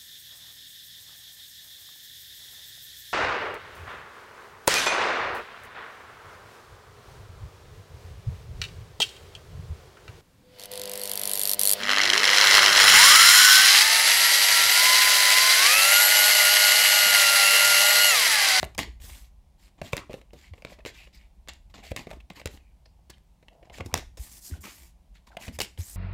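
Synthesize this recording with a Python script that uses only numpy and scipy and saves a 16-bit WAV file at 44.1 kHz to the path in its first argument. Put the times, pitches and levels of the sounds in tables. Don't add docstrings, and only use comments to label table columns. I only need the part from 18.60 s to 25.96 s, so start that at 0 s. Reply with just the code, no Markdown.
import sys
import numpy as np
from scipy import signal
from scipy.io import wavfile
from scipy.ndimage import uniform_filter1d

SR = 44100
rng = np.random.default_rng(int(sys.argv[2]) if len(sys.argv) > 2 else 0)


def store_wav(level_fs):
    pcm = np.round(np.clip(np.atleast_2d(level_fs), -1, 1) * 32767)
    wavfile.write(sys.argv[1], SR, pcm.T.astype(np.int16))


def voltage_ratio(level):
    return 10 ** (np.asarray(level, float) / 20)


N = 324576


def evened(x):
    return x / np.sqrt(np.mean(x ** 2) + 1e-20)


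def read(points, hz):
    f, value = np.transpose(points)
    return np.interp(np.log(hz + 1), np.log(f + 1), value)


def add(mix, s, sound):
    part = mix[round(s * SR):][:len(sound)]
    part += sound[:len(part)]


def ring(x, hz, width):
    r = np.exp(-np.pi * width / SR)
    turn = 2 * np.pi * hz / SR
    return signal.lfilter([1 - r], [1, -2 * r * np.cos(turn), r * r], x) * np.sin(turn)


def moving_ring(x, hz, width):
    turn = np.exp(2j * np.pi * np.cumsum(hz) / SR)
    r = np.exp(-np.pi * width / SR)
    return (turn * signal.lfilter([1], [1, -2 * r, r * r], x / turn)).real


def patchy(x, spectrum, patch_db, size):
    hz, t, z = signal.stft(x, SR, nperseg=size, noverlap=3 * size // 4)
    patches = rng.standard_normal(z.shape[::-1]).T
    patches = uniform_filter1d(patches, size=6, axis=0)
    patches = evened(uniform_filter1d(patches, size=14, axis=1))
    z = z * voltage_ratio(read(spectrum, hz)[:, None] + patch_db * patches)
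    return evened(signal.istft(z, nperseg=size, noverlap=3 * size // 4)[1][:N])


# time in seconds, level in dB.
SHAKE = [(0.0, -50), (0.37, -45.5), (0.98, -55), (1.47, -56.5), (2.07, -55), (3.54, -52), (4.96, -56.5),
         (5.43, -47.5), (5.62, -51), (6.6, -57), (7.36, -51)]
# frequency in Hz, level in dB per Hz.
SHAKE_COLOUR = [(12, -21), (20, -6), (49, 6.5), (66, 2.5), (81, -10.5), (113, -14.5), (140, -28),
                (180, -40), (310, -120)]
# frequency in Hz, level in dB per Hz.
AIR_COLOUR = [(65, -44), (110, -15), (151, -2), (254, -20), (289, -19), (430, -26), (458, -25.5),
              (601, -21.5), (858, -21), (1330, -34.5), (1710, -36), (2350, -33), (10200, -40.5),
              (14500, -44), (16500, -46)]
AIR_DB = -67.5


def background():
    s, db = np.transpose(SHAKE)
    low, air = rng.standard_normal((2, N))
    shake_level = voltage_ratio(np.interp(np.arange(N) / SR, s, db))
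    shake = shake_level * patchy(low, SHAKE_COLOUR, 2.4, size=4096)
    return shake + voltage_ratio(AIR_DB) * patchy(air, AIR_COLOUR, 0.4, size=1024)


# start in seconds, fall in ms, rasp in dB, low rustle and fine hiss in dB relative to the rasp.
FLICKS = [(0.0, 54, -52, -4.5, -2.5), (0.044, 8.3, -55.5, 8, 11.5), (0.188, 81, -38, -3.5, -10),
          (1.178, 51, -65.5, 7.5, -22.5), (1.321, 52, -48, 1, -7), (1.366, 55, -45, 0, -10),
          (1.731, 70, -65, 7.5, -8), (2.048, 130, -60.5, 2, -15), (2.185, 27, -72, 16.5, -25),
          (2.525, 200, -65, -8, -9), (2.883, 25, -40.5, -7, -19), (2.925, 66, -60, -5, -12),
          (3.096, 29, -66, 1, -7), (3.138, 112, -53.5, 2.5, -16), (3.365, 99, -51, 2.5, -7.5),
          (3.596, 12, -68.5, -11, -16.5), (3.7, 32, -56.5, 4, -21), (3.859, 21, -44, 3, -21),
          (4.496, 22, -48, -3.5, -12), (5.198, 24.5, -56.5, 15, -23), (5.245, 125, -70, 10.5, 3.5),
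          (5.35, 78, -42, -5.5, -11), (7, 69, -40.5, -22, 0), (0.191, 20, -36, -6, -6),
          (6.712, 60, -70, 2, -12), (3.374, 40, -48, -4, -14), (5.045, 40, -68, 2, -15),
          (4.925, 35, -74, 0, -30), (2.545, 25, -68, -10, 4)]
FLICK_RISE_MS, FLICK_RISE_SHARE = 4.4, 0.025
# start in seconds, length in ms, rasp in dB, low rustle in dB relative to the rasp.
PULLS = [(1.218, 115, -52, -1), (1.495, 128, -63.5, 9), (1.75, 170, -59, -8.5), (1.939, 123, -71.5, 6),
         (2.088, 82, -56, -5), (2.25, 69, -45, -14.5), (2.32, 185, -57.5, -5.5), (3.224, 98, -50, -10.5),
         (3.47, 127, -66.5, 10.5), (3.744, 94, -56, 0), (5.122, 91, -51, -8), (6.54, 59, -62, -20),
         (6.664, 49, -61, -7)]
PULL_RISE_SHARE, PULL_HISS_DB, PULL_HISS_PER_DB = 0.31, -6.5, 0.35
# start in seconds, rise in ms, fall in ms, rasp in dB, fine hiss in dB relative to the rasp.
GLIDES = [(0.398, 52, 250, -56, 3.5), (0.974, 74, 57, -65, -2.5), (3.898, 22, 88, -61, -1),
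          (5.582, 45, 95, -59, 9), (5.66, 117, 31, -64, 13.5), (5.797, 86, 33, -69, 24),
          (5.9, 18.6, 100, -60, 1), (6.027, 26, 95, -47.5, -3), (6.08, 52, 205, -61.5, 6),
          (6.79, 43, 84, -51.5, -2.5), (6.92, 33, 27, -58.5, 2), (7.175, 29, 49, -54, 3.5),
          (7.22, 46, 420, -66.5, 17.5), (6.002, 22, 40, -76, 23.5), (3.3, 14, 4, -50, -5),
          (0.398, 6, 30, -60, -8)]
GLIDE_RUSTLE_DB, GLIDE_RUSTLE_PER_DB = -4.5, 0.2


def strokes():
    rows = []
    for s, fall_ms, *levels in FLICKS:
        rows.append((s, FLICK_RISE_MS + FLICK_RISE_SHARE * fall_ms, fall_ms, *levels))
    for s, ms, db, rustle_db in PULLS:
        hiss_db = PULL_HISS_DB + PULL_HISS_PER_DB * rustle_db
        rows.append((s, PULL_RISE_SHARE * ms, (1 - PULL_RISE_SHARE) * ms, db, rustle_db, hiss_db))
    for *row, hiss_db in GLIDES:
        rows.append((*row, GLIDE_RUSTLE_DB + GLIDE_RUSTLE_PER_DB * hiss_db, hiss_db))
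    return rows


# frequency in Hz, level in dB per Hz.
RASP = [(800, -45), (1250, -19), (1550, -12.5), (1900, -5.5), (2500, -7), (3000, -7), (3700, -8),
        (4500, -9), (5200, -12.5), (6000, -17.5), (7500, -13), (9500, -48), (15000, -110.)]
# frequency in Hz, level in dB per Hz.
RUSTLE = [(65, -13), (110, -2.5), (141, -5.5), (306, -3.5), (412, -17), (708, -10), (1180, -11.5),
          (1400, -24.5), (1820, -50), (3080, -120)]
# frequency in Hz, level in dB per Hz.
HISS = [(2940, -23.5), (5000, -11), (8000, -7), (9910, -12), (11700, -8), (13800, -15), (14900, -9.5),
        (16100, -30.5), (16500, -51.5)]


def slides():
    slip_sizes = np.minimum(rng.exponential(1, N), 5)
    grit = rng.standard_normal((3, N)) * voltage_ratio(2.6 * slip_sizes)
    flutter = evened(uniform_filter1d(rng.standard_normal(N), size=200))
    waver = voltage_ratio(np.outer([2.6, 2.6, 1.1], flutter))
    layers = [patchy(grit[0], RASP, 2.5, size=256), patchy(grit[1], RUSTLE, 3.1, size=512),
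              patchy(grit[2], HISS, 2.2, size=512)]
    power = np.zeros((3, N))
    for s, rise_ms, fall_ms, rasp_db, rustle_db, hiss_db in strokes():
        rise = np.arange(0, rise_ms / 1000, 1 / SR) / (rise_ms / 1000)
        fall = np.arange(0, fall_ms / 1000, 1 / SR) / (fall_ms / 1000)
        dying = 1.15 + 1.2 * np.exp(-(rise_ms / 28) ** 2)
        speed = np.concatenate([np.sin(np.pi / 2 * rise), np.cos(np.pi / 2 * fall) ** dying])
        for layer, db in zip(power, (rasp_db, rasp_db + rustle_db, rasp_db + hiss_db)):
            add(layer, s, (voltage_ratio(db) * speed) ** 2)
    return (np.sqrt(power) * layers * waver).sum(0)


def singing_slips(table, width_hz, width_share):
    out = np.zeros(N)
    for (s, ms, from_hz, to_hz, db), chance in zip(table, rng.standard_normal((len(table), 2, 9000))):
        u = np.arange(0, ms / 1000, 1 / SR)[:9000] / (ms / 1000)
        slow_grip = evened(uniform_filter1d(chance[1], size=180))
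        slips = (chance[0] * voltage_ratio(3.0 * chance[1] + 3.5 * slow_grip))[:len(u)]
        pitch = from_hz * (to_hz / from_hz) ** u
        sound = evened(moving_ring(slips, pitch, width_hz + width_share * from_hz))
        add(out, s, voltage_ratio(db) * sound * np.minimum(u / 0.11, 1) * (1 - u) ** 0.33)
    return out


# start in seconds, length in ms, start pitch in Hz, end pitch in Hz, level in dB.
DRAGS = [(0.0, 30, 2200, 2200, -56), (2.34, 140, 2250, 2650, -55), (2.345, 70, 2750, 2700, -58),
         (2.53, 60, 5000, 4800, -62), (2.53, 150, 2200, 2350, -67), (1.83, 65, 2100, 2200, -60),
         (3.225, 85, 2150, 2300, -56), (3.378, 50, 2550, 2400, -52), (3.752, 50, 1750, 2150, -56),
         (3.763, 32, 2700, 3000, -56), (3.765, 32, 1050, 1050, -55), (3.98, 150, 2450, 2300, -72),
         (5.343, 9, 1350, 900, -38), (6.93, 36, 5300, 5000, -59), (6.93, 38, 2500, 2250, -59),
         (7.02, 50, 2900, 3200, -46), (6.038, 70, 2300, 2500, -52)]


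def drags():
    return singing_slips(DRAGS, width_hz=200, width_share=.15)


# start in seconds, level in dB, pitch in Hz, length in ms.
PRESSES = [
    (0.029, -33.5, 63.6, 35.6),
    (1.217, -42, 89, 28),
    (1.334, -24.5, 74, 5.5),
    (1.911, -38.5, 84, 25),
    (3.313, -27.5, 80.6, 11.5),
    (5.255, -37, 88, 18),
    (5.331, -30.5, 81.5, 29),
    (6.935, -42, 71, 39),
]
# start in seconds, level in dB, pitch in Hz, length in ms.
LIFTS = [(0.271, -40, 58, 68), (0.441, -40.5, 55, 13), (0.514, -44.5, 62.5, 24), (3.856, -32.5, 72.4, 19),
         (3.938, -43.5, 74.7, 19), (5.206, -37, 78, 22), (5.594, -32, 60.5, 25), (5.918, -29.5, 78, 26.6),
         (5.989, -42.5, 74.5, 30), (6.88, -32, 70, 11.5), (7.188, -27.5, 85, 28.7)]


def thuds():
    out = np.zeros(N)
    for s, db, hz, ms, push in [(*row, 1) for row in PRESSES] + [(*row, -1) for row in LIFTS]:
        u = np.arange(round(4 * ms * SR / 1000)) / (ms * SR / 1000)
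        swing = (1 - np.exp(-(u / .3) ** 2)) * np.exp(-(u / 1.3) ** 3)
        thud = push * 1.51 * voltage_ratio(db) * swing * np.sin(2 * np.pi * hz * u * ms / 1000)
        add(out, max(s - 0.0002 * ms, 0), thud)
    return out


# peak time in seconds, pitch in Hz, length in ms,
# level in dB.
BLIPS = [(.049, 2850, 8.4, -44), (.152, 2380, 6.9, -51), (.15, 3100, 9, -54), (.196, 2800, 6.5, -30.5),
         (.2015, 2190, 5, -39), (1.347, 2530, 6.9, -45), (1.379, 3880, 5.8, -40), (2.206, 1800, 10, -56),
         (2.208, 2530, 12, -57), (2.29, 2120, 7.3, -46), (3.146, 1390, 10.5, -50), (3.311, 2300, 10, -49),
         (3.318, 2300, 7, -42), (3.495, 2100, 8, -52.5), (3.606, 2630, 9, -53), (3.8, 2070, 6.5, -44.5),
         (4.26, 1790, 11, -64), (4.5, 4470, 7, -50), (4.573, 2020, 10, -65), (4.832, 2100, 10.2, -63),
         (5.25, 2050, 8.5, -54), (5.316, 2270, 7.1, -55), (5.318, 1290, 6, -54), (5.328, 2380, 6, -50),
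         (6.72, 1560, 13, -54), (6.852, 2000, 6.7, -48), (6.882, 2500, 9, -40), (7.017, 2740, 6, -29),
         (7.177, 3100, 5, -45),
         (.153, 840, 7.4, -53), (.28, 438, 25, -52), (.408, 520, 12, -60), (.445, 506, 13, -57),
        (1.247, 696, 8.2, -45), (2.264, 600, 10.3, -36), (2.302, 600, 8.7, -52), (3.187, 428, 13, -51),
        (3.24, 720, 16, -48.5), (3.572, 296, 9.6, -49.5), (3.705, 380, 10, -40.5), (3.804, 600, 7.9, -45.5),
        (4.392, 800, 8, -65.5), (4.5, 329, 9.6, -49), (5.298, 1020, 7, -52), (5.307, 1030, 7, -51),
        (5.36, 1150, 5.5, -37), (5.367, 650, 9, -43), (5.398, 694, 10.4, -46), (5.428, 680, 11.6, -46.5),
        (6.045, 1305, 15, -52), (6.07, 876, 14, -49), (6.08, 340, 18, -46), (6.676, 1060, 8, -57),
        (6.751, 740, 12, -50), (6.873, 736, 12, -47.5), (7.19, 294, 11, -47), (3.712, 180, 26, -42),
        (7.035, 200, 30, -46), (5.2, 170, 22, -46), (3.476, 620, 16, -44), (3.53, 700, 10, -44),
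        (3.705, 1000, 8, -48), (5.205, 800, 8, -44), (6.731, 1380, 14, -57), (5.3425, 1050, 5, -27.5),
        (5.075, 650, 20, -56), (5.122, 700, 16, -52),
         (.031, 2750, 6, -35), (2.253, 2400, 6, -42), (2.253, 3900, 5, -45), (3.365, 2600, 8, -40),
         (3.47, 3700, 7, -54), (3.86, 2600, 7, -38), (3.876, 1950, 7, -42), (5.354, 2550, 6, -37),
         (5.385, 2300, 5, -43), (6.77, 2300, 7, -46), (7.005, 2700, 7, -33), (7.017, 4100, 5, -37)]
BLIP_SAG = .06
BLIP_ROUGH, BLIP_GRIT = .5, .25


def blips():
    out = np.zeros(N)
    table = BLIPS
    for (s, hz, ms, db), chance in zip(table, rng.standard_normal((len(table), 2, 2000))):
        u = np.arange(0, ms / 1000, 1 / SR)[:2000] / (ms / 1000)
        turns = np.cumsum(hz * (1 + BLIP_SAG * (.5 - u))) / SR
        flutter = 1 + BLIP_ROUGH * evened(uniform_filter1d(chance[0], size=round(SR / hz)))[:len(u)]
        grit = BLIP_GRIT * evened(ring(chance[1], hz, hz))[:len(u)]
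        swell = 1.1 * voltage_ratio(db) * np.sin(np.pi * u ** .75) ** 2
        add(out, s - ms / 2500, swell * (flutter * np.sin(2 * np.pi * turns) + grit))
    return out


# frequency in Hz, width in Hz, level in dB.
CARD = [(1150, 150, 5), (2240, 230, 11.5), (2680, 500, 14), (3760, 810, 4), (5200, 620, -8.5)]
CARD_MIN_WIDTH_HZ = 220
CREEP = 50


def snap(crack_db, hollow_db, sizzle_db, ms, hollow_hz, chance):
    t = (np.arange(chance.shape[1]) - CREEP) / SR
    creep = .5 * np.exp(t / 0.00048)
    crackle = np.exp(-abs(t / (0.0015 * ms)) ** 1.6)
    slips = .5 * chance[0] * (chance[1] > .9) * np.where(t < 0, creep, crackle)
    slips[CREEP] = -3.4 / np.sqrt(ms)
    bend = np.exp(.06 * chance[1, -len(CARD):])
    crack = 0
    for b, (hz, width, db) in zip(bend, CARD):
        tilt_db = 1.2 * (sizzle_db + 12.5) * np.log2(max(hz / 2500, 1))
        crack = crack + voltage_ratio(db + tilt_db) * ring(slips, hz * b, max(width, CARD_MIN_WIDTH_HZ))
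    hollow = ring(ring(slips, hollow_hz, 290), hollow_hz, 290)
    hollow = hollow + 0.19 * ring(slips, 0.27 * hollow_hz, 100)
    bright = signal.lfilter(*signal.butter(2, 4200, "high", fs=SR), slips)
    sizzle = ring(bright, 5600, 3500)
    head, long_head = slice(CREEP, CREEP + 130), slice(CREEP, CREEP + 260)
    layers = crack / np.std(crack[head])
    layers = layers + voltage_ratio(hollow_db - 0.6) * hollow / np.std(hollow[long_head])
    layers = layers + voltage_ratio(sizzle_db - 10.5) * sizzle / np.std(sizzle[head])
    return voltage_ratio(crack_db - 0.5) * layers


# start in seconds, crack in dB, hollow ring and sizzle in dB relative to the crack, hollow pitch in Hz.
KNOCKS = [(0.0294, -27, 3, -14, 700), (1.2157, -36.5, 7.5, -9, 710), (1.4955, -56, 21, -22, 513),
          (1.5084, -49.5, 8, -10, 524), (1.5193, -52, -1, -24, 566), (1.5401, -41.5, 10, -5, 506),
          (1.7325, -52, 9, 2, 520), (1.979, -55.5, 0, -22, 566), (2.118, -61, 15, 0, 605),
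          (2.1892, -53.5, 1, -16, 660), (3.3165, -38, 8.5, -1, 502), (3.4702, -46, 11, -18, 536),
          (3.5121, -40.5, 3, -8, 696), (3.5312, -51, 11, -1, 656), (4.8272, -60.5, 3, -6, 590),
          (5.0283, -57, 7, -34, 596), (5.0982, -49, 3, -34, 734), (5.183, -42.5, -0.5, 3, 650),
          (5.2605, -44.5, 7.5, 9.5, 392), (5.3265, -56, 9, -32.5, 590), (6.6734, -58, -2, 1, 1030),
          (6.7693, -35, 1, -4.5, 720), (6.8665, -49, -4, 8, 740)]
KNOCK_MS, KNOCK_MS_PER_DB = 2.47, -.09
# start in seconds, crack in dB, sizzle in dB relative to the crack, crackle length in ms.
CATCHES = [(0.1794, -31.5, 12, 4), (1.332, -22.5, -9.5, 2.5), (1.6141, -52.5, -4, 3.2),
           (1.936, -47, -35, 4.4), (2.022, -46, -16, 2.6), (2.0493, -34, -11, 2), (2.251, -36.5, -19, 1.3),
           (2.2606, -35, -5, 4.1), (2.472, -53, -20.5, 3.1), (3.704, -41, -49, 0.97),
           (3.815, -43.5, -15, 2.5), (3.8576, -29.5, 6, 2.3), (4.2582, -58.5, -7, 5.8),
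           (4.5005, -51, 16.5, 4.1), (5.2067, -33, -44, 3.2), (5.3524, -34, -11, 1.4),
           (5.386, -41, 5.5, 2.2), (5.5719, -48, 8, 10.6), (6.8807, -39, -4, 2.9),
           (6.9885, -30.5, 7.5, 3.2), (7.1753, -51, 0, 7.6)]
CATCH_HOLLOW_DB, CATCH_HZ = -2, 590.
# start in seconds, crack in dB, sizzle in dB relative to the crack, crackle length in ms.
FLAPS = [(0.0423, -34, -1, 1.2), (0.1488, -52, 12, 2.5), (0.1842, -27.5, -17.5, 0.96),
         (0.1901, -20.5, 1.5, 1.6), (1.3677, -30, 7, 1.5), (1.3788, -32, -21, 2.1), (2.2724, -57, -37, 1.1),
         (2.8852, -38, 6, 3.3), (3.363, -29.5, 4, 3.2), (3.3727, -32.5, -44, 5.6), (3.603, -54, -6, 5.8),
         (3.797, -46, -1.5, 5.4), (3.8738, -36.5, 3, 1.1), (3.9739, -50.5, -20, 3),
         (4.8835, -46.5, -28, 2.6), (5.3409, -18.5, 8, 1.1), (5.3761, -32, 6, 2.4), (5.597, -53, 4, 1.4),
         (6.039, -47.5, -7, 5.3), (6.5562, -57, -9, 2.3), (7.003, -22, 3, 2.2), (7.0121, -26.5, -11, 3.4),
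         (7.0166, -46, 31, 2)]
FLAP_HOLLOW_DB, FLAP_HOLLOW_PER_DB, FLAP_HZ, FLAP_HZ_PER_DB = -15.5, 0.5043, 720., 15
# start in seconds, peak in dB, sizzle in dB relative to the peak.
TICKS = [(1.5315, -30.5, -2), (1.707, -49, -20), (2.1015, -42, -21), (2.8753, -38.5, -22.5),
         (3.1408, -38, -30), (3.5057, -35, -1), (2.9349, -46, 14), (4.582, -52, 5), (6.8868, -33, -15),
         (3.7012, -33, -2), (.4005, -52, -10), (3.734, -48, 5)]


def snaps():
    out = np.zeros(N)
    rows = []
    for s, db, hollow_db, sizzle_db, hz in KNOCKS:
        rows.append((s, db, hollow_db, sizzle_db, KNOCK_MS + KNOCK_MS_PER_DB * (db + 26.5), hz))
    for s, db, sizzle_db, ms in CATCHES:
        rows.append((s, db, CATCH_HOLLOW_DB, sizzle_db, ms, CATCH_HZ))
    for s, db, sizzle_db, ms in FLAPS:
        hollow_db = FLAP_HOLLOW_DB + FLAP_HOLLOW_PER_DB * (db + 35)
        hz = FLAP_HZ + FLAP_HZ_PER_DB * np.clip(sizzle_db, -20, 20)
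        rows.append((s, db, hollow_db, sizzle_db, ms, hz))
    for s, db, sizzle_db in TICKS:
        rows.append((s, db - 10.0, -6.5, sizzle_db - 0.5, 1.8, 600.))
    for (s, *settings), chance in zip(rows, rng.standard_normal((len(rows), 2, 800))):
        add(out, s + .3e-3 - CREEP / SR, snap(*settings, chance))
    return out


# start in seconds, length in ms, start pitch in Hz, end pitch in Hz, level in dB.
SCRAPES = [(0.032, 10, 3600, 3800, -53), (1.365, 84, 1150, 1080, -50), (1.5, 16, 2700, 2600, -60),
           (3.215, 66, 694, 645, -55.5), (2.345, 50, 2100, 2300, -59), (3.935, 28, 226, 180, -52),
           (4.254, 12, 4400, 5000, -58.5), (4.9, 204, 600, 720, -61), (5.11, 56, 697, 690, -56),
           (6.035, 80, 1150, 1300, -53), (6.7, 55, 780, 810, -60), (6.882, 32, 200, 168, -41),
           (6.815, 60, 2300, 2200, -53), (5.275, 62, 700, 1100, -56), (5.889, 130, 260, 180, -51.5),
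           (6.78, 70, 950, 800, -55), (5.9, 73, 1800, 1300, -58.5), (7.205, 155, 6000, 12000, -51),
           (4.52, 32, 2900, 3400, -60), (5.945, 41, 800, 450, -59)]


def scrapes():
    return singing_slips(SCRAPES, width_hz=100, width_share=.28)


# frequency in Hz, time to fall 60 dB in seconds.
ROOM = [(150, 0.33), (660, 0.2), (1740, 0.26), (4590, 0.26), (12000, 0.31)]


def room(x):
    out = np.zeros(N)
    at = np.arange(160, SR // 3 - 20, 20)
    for k in range(3):
        taps = np.zeros(SR // 3)
        taps[at + rng.integers(0, 20, len(at))] = rng.choice([-1., 1.], len(at))
        hz, t, z = signal.stft(taps, SR, nperseg=256)
        z = z / np.sqrt(uniform_filter1d(abs(z) ** 2, size=7, axis=1) + 1e-6)
        decay = voltage_ratio(-60 * t / read(ROOM, hz)[:, None])
        tail = signal.istft(z * decay, SR, nperseg=256)[1]
        tail = tail * np.minimum(np.arange(len(tail)) / 650, 1)
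        share = np.sqrt(2 / 3) * np.cos(2 * np.pi * (1.7 * np.arange(N) / SR + k / 3))
        out += signal.oaconvolve(x * share, tail / np.linalg.norm(tail))[:N]
    return out


def scene():
    hits = snaps()
    rubbing = slides() + scrapes()
    sent = voltage_ratio(-10) * hits + voltage_ratio(-6.0) * rubbing
    echo = room(signal.lfilter(*signal.butter(1, 4500, fs=SR), sent))
    return (background() + rubbing + drags() + thuds() + blips() + hits + echo)[None]


def roll_off(x):
    return signal.sosfilt(signal.butter(12, 16800, fs=SR, output="sos"), x)


def record(dry):
    x = signal.lfilter(*signal.butter(2, 32, "high", fs=SR), dry)
    edge = signal.firwin(255, 15950, window=("kaiser", 9), fs=SR)
    mix = signal.oaconvolve(x, edge[None], "same")
    return roll_off(mix)


dry = scene()
out = record(dry)
store_wav(out)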